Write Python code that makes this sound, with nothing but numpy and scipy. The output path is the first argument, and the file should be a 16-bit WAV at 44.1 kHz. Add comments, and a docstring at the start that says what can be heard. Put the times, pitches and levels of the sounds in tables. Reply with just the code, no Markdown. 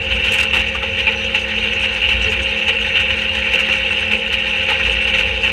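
"""Loud throughout is the high, rough whine of a steel hopper, rung by the load a packer blade drags across it.
Place: a garbage truck at work; distance and microphone: close, just above the hopper.
Wood and cardboard grind, crack and splinter: random tiny fractures ring through filters, in timed crunches.
A few gliding sines groan and squeak as the load sticks and slips on the steel.
Underneath, a diesel engine rumbles (filtered noise and tones) and a hydraulic pump hums at a steady speed."""
import sys
import numpy as np
from scipy import signal
from scipy.fft import rfft, irfft, next_fast_len
from scipy.io import wavfile
from scipy.ndimage import uniform_filter1d, minimum_filter1d, map_coordinates

SR = 44100
rng = np.random.default_rng(int(sys.argv[2]) if len(sys.argv) > 2 else 0)


def materialize(psi):
    """Save the field psi as 16-bit PCM at rate SR to the path in sys.argv[1].

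    A 1-D psi becomes a single channel; in a 2-D psi each row is a channel.
    """
    bounded = np.clip(np.atleast_2d(psi).T, -1, 1)
    quanta = np.round(bounded * 32767).astype(np.int16)
    wavfile.write(sys.argv[1], SR, quanta)


N = 243431

# Small slips of the load: mean rate (1/s), centre level and half range (dB), length (s)
SLIPS_PER_S, SLIP_DB, SLIP_SCATTER_DB, SLIP_S = 8, -23, 0.5, 0.012


def small_slips(count=80):
    """Minor slips at uneven random intervals, as rows of (t/s, length/s, level/dB)."""
    gap, size = rng.random((count, 2)).T
    times = np.cumsum(2 * gap) / SLIPS_PER_S
    levels_db = SLIP_DB + SLIP_SCATTER_DB * (2 * size - 1)
    return [(s, SLIP_S, db) for s, db in zip(times, levels_db) if s < N / SR]


# How hard the blade drags the load over the hopper floor: t/s, grinding level/dB before trims
DRAG = [(0, -21), (.36, -18.5), (.75, -22), (1.8, -19), (2.45, -19), (3.0, -18.5), (4.0, -18),
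        (4.22, -21.5), (4.5, -18), (5.25, -18), (5.4, -21.5)]
# The load gives way: t/s, length/s, then level/dB before layer gains of
# ringing steel, cracking wood, tearing fibres
CRUNCHES = [(0.107, 0.016, -14, -36, -40), (0.237, .06, -16, -26, -30.5), (0.315, .045, -16, -24, -23),
            (0.382, 0.03, -11.5, -32, -16), (0.423, 0.016, -21, -10.5, -13.5),
            (0.528, 0.088, -15, -11.5, -24.5), (0.748, 0.022, -39, -13.5, -31.5),
            (0.824, 0.017, -21, -11.5, -32.5), (0.985, 0.026, -15, -32, -31), (1.064, 0.029, -13, -15, -42),
            (1.341, 0.024, -13, -15, -27.5), (1.649, 0.021, -15.5, -34, -45),
            (1.829, 0.028, -14.5, -17, -40), (2.013, .04, -15.5, -31, -45), (2.084, 0.053, -14, -22.5, -29),
            (2.239, 0.044, -16.5, -32, -42.5), (2.316, 0.025, -16.5, -33, -27),
            (2.679, 0.018, -8.5, -13.5, -24.5), (2.953, 0.023, -10, -27, -38), (2.99, 0.024, -14, -32, -30),
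            (3.1, .008, -11.5, -31, -42.5), (3.349, 0.0096, -27, -30, -21.5),
            (3.531, 0.029, -13, -15.5, -24.5), (3.587, 0.03, -16, -20.5, -25),
            (3.684, .02, -21.5, -8, -32.5), (3.716, 0.044, -15.5, -25, -32.5),
            (4.111, 0.044, -15, -16, -29), (4.322, .022, -13.5, -34, -23), (4.683, 0.047, -15, -10, -29.5),
            (4.86, 0.039, -16.5, -24, -39), (5.068, 0.018, -14.5, -34, -30),
            (5.135, 0.021, -13, -27, -33.5), (5.179, 0.039, -16, -28, -31), (5.43, .07, -14.5, -16, -31)]
# Resonances of the steel hopper: f/Hz, width/Hz, relative level/dB
HOPPER_MODES = [(850, 36, -18.5), (1030, 62, -25), (1521, 274, -19), (1863, 150, -14.5), (2305, 227, -9.5),
                (2432, 74, -7), (2695, 140, 0.5), (2840, 120, -3.5), (3000, 50, -6.5), (3065, 20, -10),
                (3197, 70, -15), (3608, 30, -14.5), (3752, 103, -19), (4090, 227, -25), (4980, 67, -37.5),
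                (5840, 43, -30.5), (6170, 234, -34), (8250, 230, -46.5)]
# Colour of the fine crackle: f/Hz, relative level/dB
CRACKLE_SPECTRUM = [(3000, 6), (5200, 3), (6300, 10.5), (7500, -2.5), (8600, 4.5), (9800, -14.5),
                    (13000, -11), (14000, -23), (15000, -8)]
# Crackle level against the drag curve, and its random swing (dB)
CRACKLE_DB, CRACKLE_SWING_DB = -33, 4.5


def grinding(slips):
    """Dense stick-slip rings the hopper, harder in every crunch and slip; fine crackle rides on top."""
    grind_db, = curves(DRAG)
    sliding = amp(grind_db - 0.23 + 1.08 * wobble(55))
    rows = [(s, length, steel_db) for s, length, steel_db, _, _ in CRUNCHES] + slips
    judders = runs(rows, t60=0.084, fade_db=2.5, attack=0.006)

    ringing = ring(grains(rate=3500, spread_db=3), peaks(HOPPER_MODES, steep=1.703))
    ringing = walls(ringing, t60=0.17, wet_db=-9.5)
    ringing = even(patchy(ringing, depth_db=2), window=0.023)
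    steel = np.hypot(sliding, judders) * ringing  # powers add

    crackle_gain = amp(grind_db + CRACKLE_DB + CRACKLE_SWING_DB * wobble(35))
    crackle = crackle_gain * ring(grains(rate=3200, spread_db=9.0), slope(CRACKLE_SPECTRUM))
    return steel + patchy(walls(crackle, t60=0.049, wet_db=-1.5), depth_db=4)


# Colour of cracking wood: f/Hz, relative level/dB
WOOD_SPECTRUM = [(150, -18), (500, 0), (640, -16), (850, 3), (1100, -5.5), (1450, 3.5), (2000, -0.5),
                 (3500, -4.5), (5000, -32), (12000, -56)]
# Boards thud against the blade and shake the body: t/s, length/s, level/dB before layer gains
THUDS = [(0.3, 0.023, -24), (0.42, 0.029, -33), (0.575, 0.042, -25), (0.829, .01, -21.5),
         (2.68, 0.022, -24), (3.54, 0.043, -25.5), (4.12, 0.065, -24), (4.88, .02, -25)]
# Colour of the thuds: f/Hz, relative level/dB
THUD_SPECTRUM = [(80, -30), (200, 8), (300, -2), (440, -2.5), (560, -11), (800, -22), (2000, -61)]


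def breaking():
    """Boards crack softly under the drag and in a quick run at each crunch; some thud against the blade."""
    grind_db, = curves(DRAG)
    rows = [(s, length, wood_db) for s, length, _, wood_db, _ in CRUNCHES]
    cracks = runs(rows, t60=0.078, fade_db=6, attack=0.006)
    wood = ring(grains(rate=1700, spread_db=4.5), slope(WOOD_SPECTRUM))
    wood = even(walls(wood, t60=0.14, wet_db=-2.0), window=0.0066)
    cracking = np.hypot(amp(-10.5) * cracks, amp(grind_db - 17)) * wood

    thuds = runs(THUDS, t60=0.048, fade_db=12, attack=0.0019)
    blade = even(ring(grains(rate=1100, spread_db=19.0), slope(THUD_SPECTRUM)), window=0.012)
    return cracking + amp(-8.5) * thuds * blade


# Colour of tearing fibres: f/Hz, relative level/dB
FIBRE_SPECTRUM = [(1500, -25), (4000, 0), (5200, -3), (6400, 0), (7500, -5), (8600, -6), (10000, -13),
                  (13000, -16), (15000, -23)]
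# Dry splinters snap off sharply: t/s, level/dB before the layer gain
SNAPS = [(0.318, -24), (0.338, -17.5), (0.555, -31), (2.315, -33.5), (3.534, -32)]
# Colour of the snaps: f/Hz, relative level/dB
SNAP_SPECTRUM = [(4000, -32), (8000, 10), (10500, 1.5), (13000, 2), (15000, -12)]
# Fibres let go unevenly within a tear: swing (dB), random knots a second
TEAR_SWING_DB, TEAR_CHANGES_PER_S = 2.5, 110
# Faint tear against its small slip, and faint snapping against its tear (dB, before layer gains)
SLIP_TEAR_DB, SNAP_IN_TEAR_DB = -13, -27


def splintering(slips):
    """Fibres tear in a ragged bright spray at each crunch, faintly at each slip, and splinters snap off."""
    rows = [(s, length, tear_db) for s, length, _, _, tear_db in CRUNCHES]
    rows += [(s, length, db + SLIP_TEAR_DB) for s, length, db in slips]
    raggedness = amp(TEAR_SWING_DB * wobble(TEAR_CHANGES_PER_S))
    tears = raggedness * runs(rows, t60=0.039, fade_db=6.5, attack=0.0063)
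    fibres = ring(grains(rate=3200, spread_db=7.0), slope(FIBRE_SPECTRUM))
    fibres = even(patchy(fibres, depth_db=2), window=0.006)

    snaps = runs([(s, 0.01, db) for s, db in SNAPS], t60=0.035, fade_db=10.5, attack=0.0028)
    snapping = np.hypot(snaps, amp(SNAP_IN_TEAR_DB) * tears)
    shards = even(ring(grains(rate=4500, spread_db=8.5), slope(SNAP_SPECTRUM)), window=0.004)
    spray = amp(-11.0) * tears * fibres + amp(-7.5) * snapping * shards
    return walls(spray, t60=0.17, wet_db=-12.5)


# The load sticks and slips with a groan or a squeak: t/s, length/s, start f/Hz, end f/Hz,
# level/dB before the roughness
SQUEALS = [(0.745, 0.016, 1210, 1160, -28), (0.748, 0.025, 1480, 1450, -29), (0.82, 0.02, 1260, 1390, -27),
           (1.066, 0.042, 892, 850, -25), (1.067, 0.027, 2374, 2420, -11), (1.122, 0.145, 6000, 5900, -41),
           (2.254, 0.07, 457, 417, -25.5), (2.351, 0.095, 380, 324, -34.5), (4.689, .09, 873, 835, -28)]


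def squealing():
    """Stick-slip on steel: brief, rough groans and squeaks, each gliding from one pitch to another."""
    t, out = np.arange(N) / SR, np.zeros(N)
    waver = 1 + 0.03 * wobble(700)
    roughness = amp(4.3 * wobble(180))
    for s, length, start_hz, end_hz, db in SQUEALS:
        glide_hz = np.interp(t, [s, s + length], [start_hz, end_hz])
        turns = np.cumsum(glide_hz * waver) / SR
        out += amp(db) * arch(s, length) * np.sin(2 * np.pi * turns)
    return out * roughness


# Pump harmonics: multiple of the pump frequency, level/dB against the hum
PUMP_ORDERS = [(1, -9.5), (2, -11.5), (3, -1), (4, -17.5), (5, -20)]
PUMP_HZ, HUM_DB = 178.25, -31.5


def pump():
    """The hydraulic pump's pressure ripple: a few clean harmonics that waver slightly."""
    turns = np.cumsum(PUMP_HZ * (1 + 0.0015 * wobble(7.6))) / SR
    hum = np.zeros(N)
    for multiple, db in PUMP_ORDERS:
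        gain = amp(db + 1.24 * wobble(8))
        hum += gain * np.sin(2 * np.pi * (multiple * turns + rng.random()))
    return amp(HUM_DB) * hum


# Exhaust rumble: t/s, level/dB before a small random swing
EXHAUST = [(0, -29.5), (.6, -29.5), (.68, -33), (.85, -29), (1.12, -33.5), (2.0, -32.5), (2.27, -27),
           (2.55, -32.5), (3.15, -31.5), (3.9, -35.5), (4.7, -32.5), (5.3, -31)]
# Colour of the rumble: f/Hz, relative level/dB
RUMBLE_SPECTRUM = [(20, -31.5), (37, -22), (46, -22.5), (57, -0.5), (68, -3), (80, -6), (91, -4.5),
                   (104, -14.5), (128, -24.5), (200, -27.5), (400, -37), (900, -77)]
# Resonances of the truck body: f/Hz, width/Hz, relative level/dB
BODY_MODES = [(210.4, 21, -6), (334, 27, -27), (464, 34.3, 1), (517.1, 9.6, 4), (828, 53, -7)]
ENGINE_HZ, TONE_DB = 216.3, -38.5
# Steady drone of the body, and the drone a thud adds against that thud (dB)
DRONE_DB, SHAKE_DB = -34.5, -4


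def engine():
    """Low exhaust rumble, a steady engine tone and the drone of the body, which swells at every thud."""
    rumble_db, = curves(EXHAUST)
    rumble = even(ring(rng.standard_normal(N), slope(RUMBLE_SPECTRUM)), window=0.11)
    rumble = amp(rumble_db + 1.2 * wobble(9)) * rumble

    turns = np.cumsum(ENGINE_HZ * (1 + 0.002 * wobble(6.42))) / SR
    tone = amp(TONE_DB + 1.8 * wobble(9)) * unit(np.sin(2 * np.pi * turns))

    steady = amp(DRONE_DB + 1.2 * wobble(5.14))
    shaken = amp(SHAKE_DB) * runs(THUDS, t60=0.2, fade_db=1, attack=0.01)
    body = even(ring(rng.standard_normal(N), peaks(BODY_MODES, steep=1.57)), window=0.3)
    return rumble + tone + np.hypot(steady, shaken) * body


# The exhaust boom swells: t/s, length/s, peak level/dB
BOOMS = [(0.06, 0.19, -24), (2.065, 0.29, -23.5), (4.82, 0.2, -22.5), (5.166, 0.25, -23.5)]


def booming():
    """The lowest exhaust note, one wavering sine, swells now and then."""
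    boom_hz = 59.2
    turns = np.cumsum(boom_hz * (1 + 0.013 * wobble(10))) / SR
    swells = sum(amp(db) * arch(s, length) for s, length, db in BOOMS)
    return swells * np.sin(2 * np.pi * turns)


def walls(x, t60, wet_db):
    """Sound bounces between the steel walls of the hopper: x plus a decaying noise tail."""
    t = np.arange(SR // 3) / SR
    tail = rng.standard_normal(len(t)) * amp(-60 * t / t60)
    return x + amp(wet_db) * signal.fftconvolve(x, tail / np.linalg.norm(tail))[:N]


def grains(rate, spread_db):
    """Random tiny fractures of uneven size, rate a second on average, at rms 1."""
    hits = rng.random(N) < rate / SR
    signs = rng.choice([-1, 1], N)
    sizes = amp(spread_db * rng.standard_normal(N).clip(-2, 2))
    return unit(hits * signs * sizes)


def runs(rows, t60, fade_db, attack):
    """Strength of fracturing: each (t/s, length/s, level/dB) builds up, fades and then dies away."""
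    power = np.zeros(N + SR)
    t = np.arange(SR // 5) / SR  # each run is cut off after 0.2 s
    for s, length, db in rows:
        length = max(length, 1 / SR)
        fade = fade_db * np.minimum(t / length, 1)
        decay = 60 * np.maximum(t - length, 0) / t60
        shape = np.minimum(t / attack, 1) * amp(db - fade - decay)
        power[max(round(s * SR), 0):][:len(t)] += shape ** 2
    return np.sqrt(power[:N])


def arch(s, length):
    """A smooth half-sine rise and fall that starts at s and lasts length (s)."""
    return np.sin(np.pi * np.clip((np.arange(N) / SR - s) / length, 0, 1))


def patchy(x, depth_db):
    """Uneven colour of the fragments: a gain that drifts at random over time and frequency."""
    z = signal.stft(x, nperseg=256)[2]
    field = uniform_filter1d(rng.standard_normal(z.shape), size=5, axis=0)  # along frequency
    field = uniform_filter1d(field, size=9, axis=1)  # along time
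    return signal.istft(z * amp(depth_db * unit(field)), nperseg=256)[1][:N]


def even(x, window):
    """x at rms 1 with its swells slower than the window (s) largely levelled out."""
    size = max(int(window * SR), 2)
    power = uniform_filter1d(uniform_filter1d(x * x, size), size)
    return unit(x / np.sqrt(np.abs(power) + 0.45 * np.mean(x * x)))


def ring(x, gain, size=16384):
    """x through the causal minimum-phase filter of unit energy whose response has this shape."""
    cepstrum = irfft(np.log(gain(np.fft.rfftfreq(size, 1 / SR)) + 1e-6))
    cepstrum[1:size // 2] *= 2  # fold onto positive times
    cepstrum[size // 2 + 1:] = 0
    response = irfft(np.exp(rfft(cepstrum)))
    return signal.fftconvolve(x, response / np.linalg.norm(response))[:N]


def peaks(modes, steep):
    """Gain of frequency of a set of resonances whose skirts fall with the given steepness."""
    def gain(hz):
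        power = 0
        for centre, width, db in modes:
            detuning = (hz * hz - centre * centre) / (width * hz + 1)
            power = power + amp(db) ** 2 / (1 + detuning ** 2 / steep) ** steep
        return np.sqrt(power)
    return gain


def slope(points):
    """Gain of frequency through (f/Hz, level/dB) points on a log axis."""
    f, db = np.transpose(points)
    return lambda hz: amp(np.interp(np.log(hz + 1), np.log(f), db))


def curves(rows):
    """One value per sample for each column after the time."""
    s, *columns = np.transpose(rows)
    return [np.interp(np.arange(N) / SR, s, column) for column in columns]


def wobble(rate):
    """A smooth random curve, rate knots a second."""
    knots = rng.standard_normal(int(N * rate / SR) + 4)
    return map_coordinates(knots, [np.arange(N) * rate / SR])


def amp(db):
    """Decibels to gain."""
    return 10 ** (np.asarray(db) / 20)


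def unit(x):
    """x at rms 1."""
    return x / np.sqrt(np.mean(x ** 2) + 1e-20)


def scene():
    """The load in the hopper and the truck underneath, in one channel."""
    slips = small_slips()
    load = grinding(slips) + breaking() + splintering(slips) + squealing()
    truck = pump() + engine() + booming()
    return (load + truck)[None]


# The microphone's top end: f/Hz, level/dB
MICROPHONE = [(13200, 0), (14000, -6), (15300, -6)]
TOP_HZ = 15300  # band limit


def record(dry):
    """A limiter holds down the loudest peaks, the microphone dulls the top, and a band limit cuts the rest."""
    ceiling = 0.86  # of full scale, ahead of the microphone filter
    needed = ceiling / np.maximum(np.abs(dry), ceiling)
    held = dry * uniform_filter1d(minimum_filter1d(needed, size=181), size=181)
    size = next_fast_len(N + SR // 2)
    hz = np.fft.rfftfreq(size, 1 / SR)
    response = slope(MICROPHONE)(hz) * (hz < TOP_HZ)
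    return irfft(rfft(held, size) * response, size)[..., :N]


dry = scene()
out = record(dry)
materialize(out)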